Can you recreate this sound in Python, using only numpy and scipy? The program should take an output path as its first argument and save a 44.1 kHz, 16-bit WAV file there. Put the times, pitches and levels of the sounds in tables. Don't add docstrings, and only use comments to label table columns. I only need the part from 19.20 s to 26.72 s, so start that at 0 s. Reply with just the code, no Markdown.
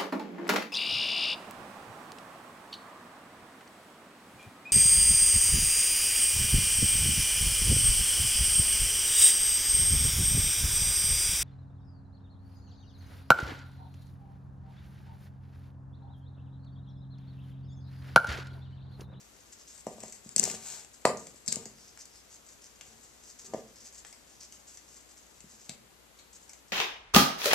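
import sys
import numpy as np
from scipy import signal
from scipy.fft import rfft, irfft
from scipy.io import wavfile
from scipy.ndimage import uniform_filter1d

SR = 44100
rng = np.random.default_rng(int(sys.argv[2]) if len(sys.argv) > 2 else 0)


def inscribe(sig):
    pcm = np.round(np.clip(np.atleast_2d(sig).T, -1, 1) * 32767)
    wavfile.write(sys.argv[1], SR, pcm.astype(np.int16))


N = 331632
TIME_S = np.arange(N) / SR
GRID_HZ = np.fft.rfftfreq(1024, 1 / SR)


def amp(db):
    return 10 ** (np.asarray(db) / 20)


def unit(x):
    return x / np.sqrt(np.mean(x ** 2) + 1e-20)


def read(points, hz):
    f, value = np.transpose(points)
    return np.interp(np.log(hz + 1), np.log(f + 1), value)


def bump(hz, centre_hz, width_hz):
    return np.exp(-.5 * ((hz - centre_hz) / width_hz) ** 2)


def add(mix, start_s, sound):
    part = mix[..., max(round(start_s * SR), 0):][..., :sound.shape[-1]]
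    part += sound[..., :part.shape[-1]]


def butter(x, order, hz, kind="low"):
    return signal.sosfilt(signal.butter(order, hz, btype=kind, fs=SR, output="sos"), x)


def colour(x, gain_db):
    log_gain = np.log(amp(np.concatenate([gain_db, gain_db[-2:0:-1]])))
    taps = np.fft.ifft(np.exp(np.conj(signal.hilbert(log_gain)))).real
    return signal.oaconvolve(x, taps)[:len(x)]


def place(x, side_db):
    tilt_db = side_db * read([(2500, 0.047), (6000, 0.18), (8000, 0.87), (12000, 1.35)], GRID_HZ)
    mean_db = 10 * np.log10((1 + amp(tilt_db) ** 2) / 2)
    return np.array([colour(x, tilt_db - mean_db), colour(x, -mean_db)])


def alike(z, same):
    z[1] = same * z[0] + np.sqrt(1 - same ** 2) * z[1]


def ring(modes, t):
    out = np.zeros(len(t))
    for k, (hz, db, t60_s) in enumerate(modes):
        out += (-1) ** k * amp(db - 60 * t / t60_s) * np.sin(2 * np.pi * hz * t)
    return out


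def crackle(per_s, spread_db):
    size = amp(spread_db * np.minimum(rng.exponential(1, N), 4)) * rng.choice([-1, 1], N)
    return unit(size * (rng.random(N) < per_s / SR))


# (frequency [Hz], relative level [dB per Hz])
AIR = [(20, -37), (45, -6), (62, -8.5), (90, -7.5), (140, -10.5), (230, -8), (400, -9.5), (760, -12.5),
       (1500, -15), (4600, -17), (8000, -22), (10000, -21.5), (14200, -23), (14700, -67)]
# (frequency [Hz], left-right [dB])
AIR_SIDE = [(60, 2.5), (200, 5), (700, 9), (1300, 7.5), (2400, 4.5), (5000, 0.5), (15000, 1)]


def air(hiss_db=-59.5, hum_hz=59.2, hum_db=-72.5):
    hz = np.fft.rfftfreq(N, 1 / SR)
    z = rfft(rng.standard_normal((2, N)))
    alike(z, np.clip(read([(60, 0.11), (300, 0.3), (700, 0.031), (3000, 0.018)], hz), 0, 1))
    z *= amp(read(AIR, hz) + np.array([[.5], [-.5]]) * read(AIR_SIDE, hz))
    hiss = amp(hiss_db) * unit(irfft(z, N))
    hum = amp(hum_db) * np.sqrt(2) * np.sin(2 * np.pi * hum_hz * TIME_S)
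    return hiss + hum


# (frequency [Hz], t60 [s])
ROOM_T60 = [(120, 0.89), (320, 0.37), (840, 0.36), (2200, 0.3561), (6000, 0.22), (14000, 0.28)]
# (frequency [Hz], likeness [0-1])
ROOM_SAME = [(100, 0.8), (600, 1), (1400, 0.3), (3000, 0.14), (6000, 0.052)]
# (frequency [Hz], left-right [dB])
ROOM_SIDE = [(1000, -1), (6000, 1.5), (9000, 9.5), (14000, 15)]


def room(x, delay_s=0.00082):
    shape = (2, SR // 2)
    taps = rng.choice([-1., 1.], shape) * (rng.random(shape) < 1 / 4)
    hz, t, z = signal.stft(taps, SR, nperseg=256)
    alike(z, np.clip(read(ROOM_SAME, hz), 0, 1)[:, None])
    z[1] *= amp(-read(ROOM_SIDE, hz))[:, None]
    decay = amp(-60 * t / read(ROOM_T60, hz)[:, None])
    tail = signal.istft(z * decay, SR, nperseg=256)[1]
    tail *= np.clip(np.arange(tail.shape[1]) / SR / delay_s - .5, 0, 1)
    return signal.fftconvolve(x[None], tail / np.linalg.norm(tail[0]), axes=1)[:, :N]


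# (start [s], length [s], relative bristle scrape [dB], relative counter rumble [dB])
ROLLS = [(0.75, 0.16, -58, -57.5), (1.151, .27, -38.5, -45), (1.382, 0.29, -42, -64),
         (2.253, 0.25, -51, -49.5), (3.57, 0.39, -63, -64.5), (4.216, .2, -63, -53.5)]


def rolling(levels_db, top_share=0.36, power=1.43):
    out = np.zeros(N)
    for (start_s, length_s, _, _), db in zip(ROLLS, levels_db):
        progress = np.arange(0, length_s, 1 / SR) / length_s
        turn = np.interp(progress, [0, top_share, 1], [0, .5, 1])
        add(out, start_s, amp(db) * abs(np.sin(np.pi * turn)) ** power)
    return out


# (frequency [Hz], relative level [dB], t60 before damping by the brush [s])
COUNTER = [(126.4, -0.5, 0.087), (227, -1.5, 0.33), (325.6, -19.5, 0.41), (391.5, 2, 0.2), (440, -4, 0.92),
           (459.5, 0, 0.24), (595, -13, 0.23), (681, -19, 0.26), (749, 5, 0.35), (850, -12, 0.32),
           (920, 6, .25), (1195, 10, 0.35)]


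def roll(trim_db=-2, soft_hz=330, damping_s=0.084, room_db=-8):
    strength = rolling([rumble_db for _, _, _, rumble_db in ROLLS])
    steps = crackle(per_s=210, spread_db=0.5) * amp(trim_db) * strength
    t = np.arange(SR // 3) / SR
    body = ring(COUNTER, t) * np.exp(-t / damping_s)
    body = butter(body, 2, soft_hz)
    out = signal.fftconvolve(steps, body / np.linalg.norm(body))[:N]
    return out + amp(room_db) * room(out)


# (frequency [Hz], relative level [dB per Hz])
DRAG_COLOUR = [(80, -26), (250, -26), (700, -8.5), (1300, -11.5), (2100, -8.5), (3400, -8.5), (5000, -3),
               (7500, 0.5), (10000, -13), (14000, -17), (16000, -59)]


def drag(trim_db=-4, room_db=0):
    tips = unit(colour(crackle(per_s=2400, spread_db=2.5), read(DRAG_COLOUR, GRID_HZ)))
    tips *= amp(trim_db) * rolling([scrape_db for _, _, scrape_db, _ in ROLLS])
    return place(tips, side_db=11) + amp(room_db) * room(tips)


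# (time [s], peak before panning and room [dB], hardness as cut-off [Hz], rocking gain [dB])
KNOCKS = [(0.667, -22.5, 800, 4), (.677, -35, 790, 11), (0.781, -41.5, 700, -5), (.835, -34, 930, 8),
          (1.059, -42, 300, 14), (1.165, -32.5, 506, 13), (1.197, -32.5, 300, 7), (1.232, -37, 800, -5),
          (1.275, -31.5, 910, -8), (1.304, -38.5, 304, 1), (1.339, -36, 617, 7), (1.8503, -25.5, 2500, -4),
          (1.8526, -6.5, 4070, -1.5), (1.872, -18.5, 1200, -21), (1.8945, -21, 1700, -1),
          (1.904, -30, 990, -9), (1.9468, -31, 1480, -13), (2.142, -51, 280, 2), (2.282, -39.5, 296, 21),
          (2.326, -40, 450, 16), (2.366, -32, 580, 14), (2.459, -40.5, 395, 12), (4.335, -24, 820, -7),
          (4.344, -21, 585, -1), (6.24, -47.5, 230, 10), (6.492, -42, 165, 5)]
# (frequency [Hz], relative level [dB], t60 [s])
BARREL = [(116, -29, 0.097), (214.3, -17.5, 0.085), (457, 0.5, 0.025), (650, 1, 0.029), (988, 2.5, 0.0088),
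          (1940, -3, 0.0097), (2600, -9, 0.011), (4360, 1, 0.0056), (5160, 0.5, 0.0026)]


def knocks(counter_db=-32, room_db=-7, lowest_hz=75, barrel_low_hz=140, damping_s=0.088):
    t = np.arange(SR // 2) / SR
    out = np.zeros(N)
    rocking = ring(BARREL[:2], t)
    barrel = butter(ring(BARREL[2:], t), 2, barrel_low_hz, "high")
    spots = rng.choice([-1, 1], (len(KNOCKS), len(COUNTER)))
    for (start_s, db, hard_hz, rock_db), spot in zip(KNOCKS, spots):
        counter = sum(way * ring([mode], t) for way, mode in zip(spot, COUNTER))
        counter = counter * np.exp(-t / damping_s)
        body = barrel + amp(rock_db) * rocking + amp(counter_db) * counter
        body = butter(body, 4, lowest_hz, "high")
        blow = butter(body, 3, min(hard_hz, SR / 3))
        add(out, start_s, amp(db) * blow / abs(blow).max())
    return place(out, side_db=26) + amp(room_db) * room(out)


# (time [s], relative level [dB], ring [Hz], relative barrel share [dB],
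# beaming, drier and further left [dB])
SNAPS = [(0.6676, -48, 7200, -10, -1), (0.804, -48, 7500, -10, 2), (0.831, -51, 6700, -3, 7),
         (0.8352, -44.5, 6900, -11, 7), (0.9239, -44.5, 7450, -14.5, 0.5), (1.0912, -44.5, 7700, -12, 29),
         (1.1622, -21.5, 8300, -24, 11), (1.1668, -34, 7500, -14, 6), (1.1807, -28, 6100, -16, 2),
         (1.1957, -18, 7770, -19.5, 36), (1.2295, -34, 7040, -7.5, 6), (1.234, -38, 6850, -15, 6),
         (1.2388, -23, 7440, -32, 12), (1.253, -32, 6400, -13.5, 6), (1.299, -37, 7350, -3.5, 23),
         (1.302, -39, 6550, -11, 7), (1.314, -37.5, 5800, -15, 10), (1.348, -44.5, 6700, -7, 5),
         (1.647, -52.5, 7400, -5.5, 6), (1.853, -28, 5350, -13, 1), (1.9718, -44.5, 6300, -21, 1),
         (2.0692, -45.5, 5850, -7, 9), (2.262, -46.5, 7400, -24, 2), (2.279, -27.5, 6300, -21, 19),
         (2.2839, -31.5, 4800, -21, 0), (2.3225, -35.5, 4640, -9, 4), (2.3255, -26, 6900, -26, 9),
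         (2.3577, -32.5, 6570, -17.5, 12), (2.456, -42, 6630, -12.5, 2.5), (2.7744, -50, 1700, -12, 9),
         (2.8545, -50.5, 7700, -24, 3.5), (3.6104, -45, 2970, -12, 4), (4.3377, -49, 1890, -6, 1.5),
         (4.726, -55, 7000, -20, 2), (4.8485, -48.5, 1710, -3, 4.5), (4.9269, -49.5, 7860, -8.5, 1),
         (5.206, -55, 5760, -25, 2), (5.3238, -49, 6560, -8.5, 2), (5.5726, -47.5, 6200, -13, 2.5),
         (6.2049, -51, 7650, -8.5, 8), (6.494, -37, 3980, -9, 5), (6.9883, -58.5, 4220, -8, -6.5),
         (7.2942, -48, 7400, -10.5, 1), (7.3332, -50.5, 6160, -8, 2)]
# (frequency [Hz], relative level [dB per Hz])
SNAP_COLOUR = [(100, -30), (600, -42.5), (2000, -17.5), (3300, -30), (4600, -2.5), (6500, 1.5),
               (8200, -0.5), (10000, -11.5), (14000, -20.5), (16000, -61)]
# (frequency [Hz], relative level [dB per Hz])
BARREL_COLOUR = [(100, -24), (700, 6), (1300, -4), (1900, 6), (3000, 8), (4200, -11), (6000, -23.5),
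                 (16000, -45)]


def snaps(slip_s=0.0014, rise_s=0.0004, ring_s=0.0002, ring_db=-2, trim_db=-1, room_db=4.5, side_db=4):
    t = np.arange(1024) / SR
    spread = np.sqrt(.005 * SR / len(t))
    near, mono = np.zeros((2, N)), np.zeros(N)
    grits = rng.choice([-1., 1.], (len(SNAPS), len(t)))
    for (start_s, db, hz, share_db, beam_db), grit in zip(SNAPS, grits):
        release = grit * (1 - np.exp(-t / rise_s)) * np.exp(-t / slip_s)
        scratch = unit(colour(release, read(SNAP_COLOUR, GRID_HZ)))
        twang = unit(t * np.exp(-t / ring_s) * np.sin(2 * np.pi * hz * t))
        barrel = unit(colour(release, read(BARREL_COLOUR, GRID_HZ)))
        bristle = unit(scratch + amp(ring_db) * twang)
        snap = spread * amp(db + trim_db) * (bristle + amp(share_db) * barrel)
        add(near, start_s, place(snap, side_db + beam_db))
        add(mono, start_s, snap * amp(-beam_db))
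    return near + amp(room_db) * room(mono)


def bite(length_s, attack_s=0.0093, sag_db=-2, release_s=0.0095):
    t = np.arange(0, length_s + 10 * release_s, 1 / SR)
    attack = np.minimum(t / attack_s, 1)
    hold = amp(sag_db * np.minimum(t / length_s, 1))
    release = np.exp(-np.maximum(t - length_s, 0) / release_s)
    return attack * hold * release


# (start [s], length [s], relative level [dB], crackle centre [Hz])
BITES = [(0.0, 0.0077, -49.5, 6400), (0.316, 0.021, -50.5, 6400), (0.382, 0.047, -56.5, 6130),
         (0.466, 0.064, -51, 6400), (0.535, 0.072, -53, 7840), (0.697, 0.043, -55.5, 7400),
         (0.823, 0.083, -52.5, 7100), (0.943, 0.042, -56, 7000), (1.038, 0.096, -55.5, 7300),
         (1.725, 0.04, -54, 7250), (1.985, 0.13, -56, 7300), (2.152, 0.034, -56, 7480),
         (2.576, 0.12, -58, 5520), (2.785, 0.032, -47, 5910), (2.924, 0.08, -56, 5340),
         (3.101, .055, -53, 6700), (3.257, 0.075, -57, 6900), (3.412, 0.06, -54.5, 6230),
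         (3.642, 0.065, -59, 6600), (3.826, 0.032, -53, 6870), (4.022, 0.1, -54.5, 6370),
         (4.185, 0.046, -50.5, 6560), (4.241, 0.028, -49, 6770), (4.328, 0.078, -57, 6500),
         (4.467, .03, -60, 6560), (4.552, 0.079, -55, 5690), (4.635, 0.051, -50.5, 6460),
         (4.729, 0.07, -50, 6760), (4.855, 0.054, -55.5, 7400), (5.057, .1, -62, 6600),
         (5.202, 0.051, -48, 5560), (5.316, 0.047, -56, 6850), (5.469, 0.086, -53.5, 6700),
         (5.668, 0.15, -58, 6640), (5.885, 0.026, -54.5, 7150), (5.966, 0.03, -56, 6800),
         (6.285, 0.21, -60, 6700), (6.967, 0.024, -63, 6700), (7.124, 0.049, -53, 6950),
         (7.194, 0.2, -63, 6960), (7.472, .035, -62, 6500)]
# (frequency [Hz], relative level [dB per Hz])
PAPER_COLOUR = [(100, -15), (500, -22), (1800, -12), (3600, -12.5), (5000, -1.5), (6500, -5), (8000, -6),
                (9800, -12.5), (14000, -23), (15200, -43)]


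def paper(trim_db=-3, rustle_db=-64.5, rustle_end_s=6.55, focus_db=7, focus_width_hz=900, clump_db=2, room_db=-2):
    starts_s, lengths_s, _, centres_hz = np.transpose(BITES)
    fibres = colour(crackle(per_s=2500, spread_db=2.5), read(PAPER_COLOUR, GRID_HZ))
    hz, t, z = signal.stft(fibres, SR, nperseg=256)
    focus_hz = np.interp(t, starts_s + lengths_s / 2, centres_hz)
    z *= amp(focus_db * bump(hz[:, None], focus_hz, focus_width_hz))
    fibres = unit(signal.istft(z, SR, nperseg=256)[1][:N])
    power = amp(rustle_db) ** 2 * (TIME_S < rustle_end_s)
    for start_s, length_s, db, _ in BITES:
        add(power, start_s, (amp(db) * bite(length_s)) ** 2)
    clumps = unit(uniform_filter1d(rng.standard_normal(N), SR // 90))
    fibres *= np.sqrt(power) * amp(trim_db + clump_db * clumps)
    return place(fibres, side_db=9) + amp(room_db) * room(fibres)


def scene():
    return air() + roll() + drag() + knocks() + snaps() + paper()


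# (frequency [Hz], width [Hz], gain [dB])
PORTS = [(7600, 584, 7), (6600, 440, 6)]


def record(dry, edge_hz=14900):
    heard = np.array([colour(x, db * bump(GRID_HZ, hz, width_hz))
                      for x, (hz, width_hz, db) in zip(dry, PORTS)])
    low_pass = signal.firwin(401, edge_hz, window=("kaiser", 9), fs=SR)
    return signal.oaconvolve(heard, low_pass[None], "same")


dry = scene()
out = record(dry)
inscribe(out)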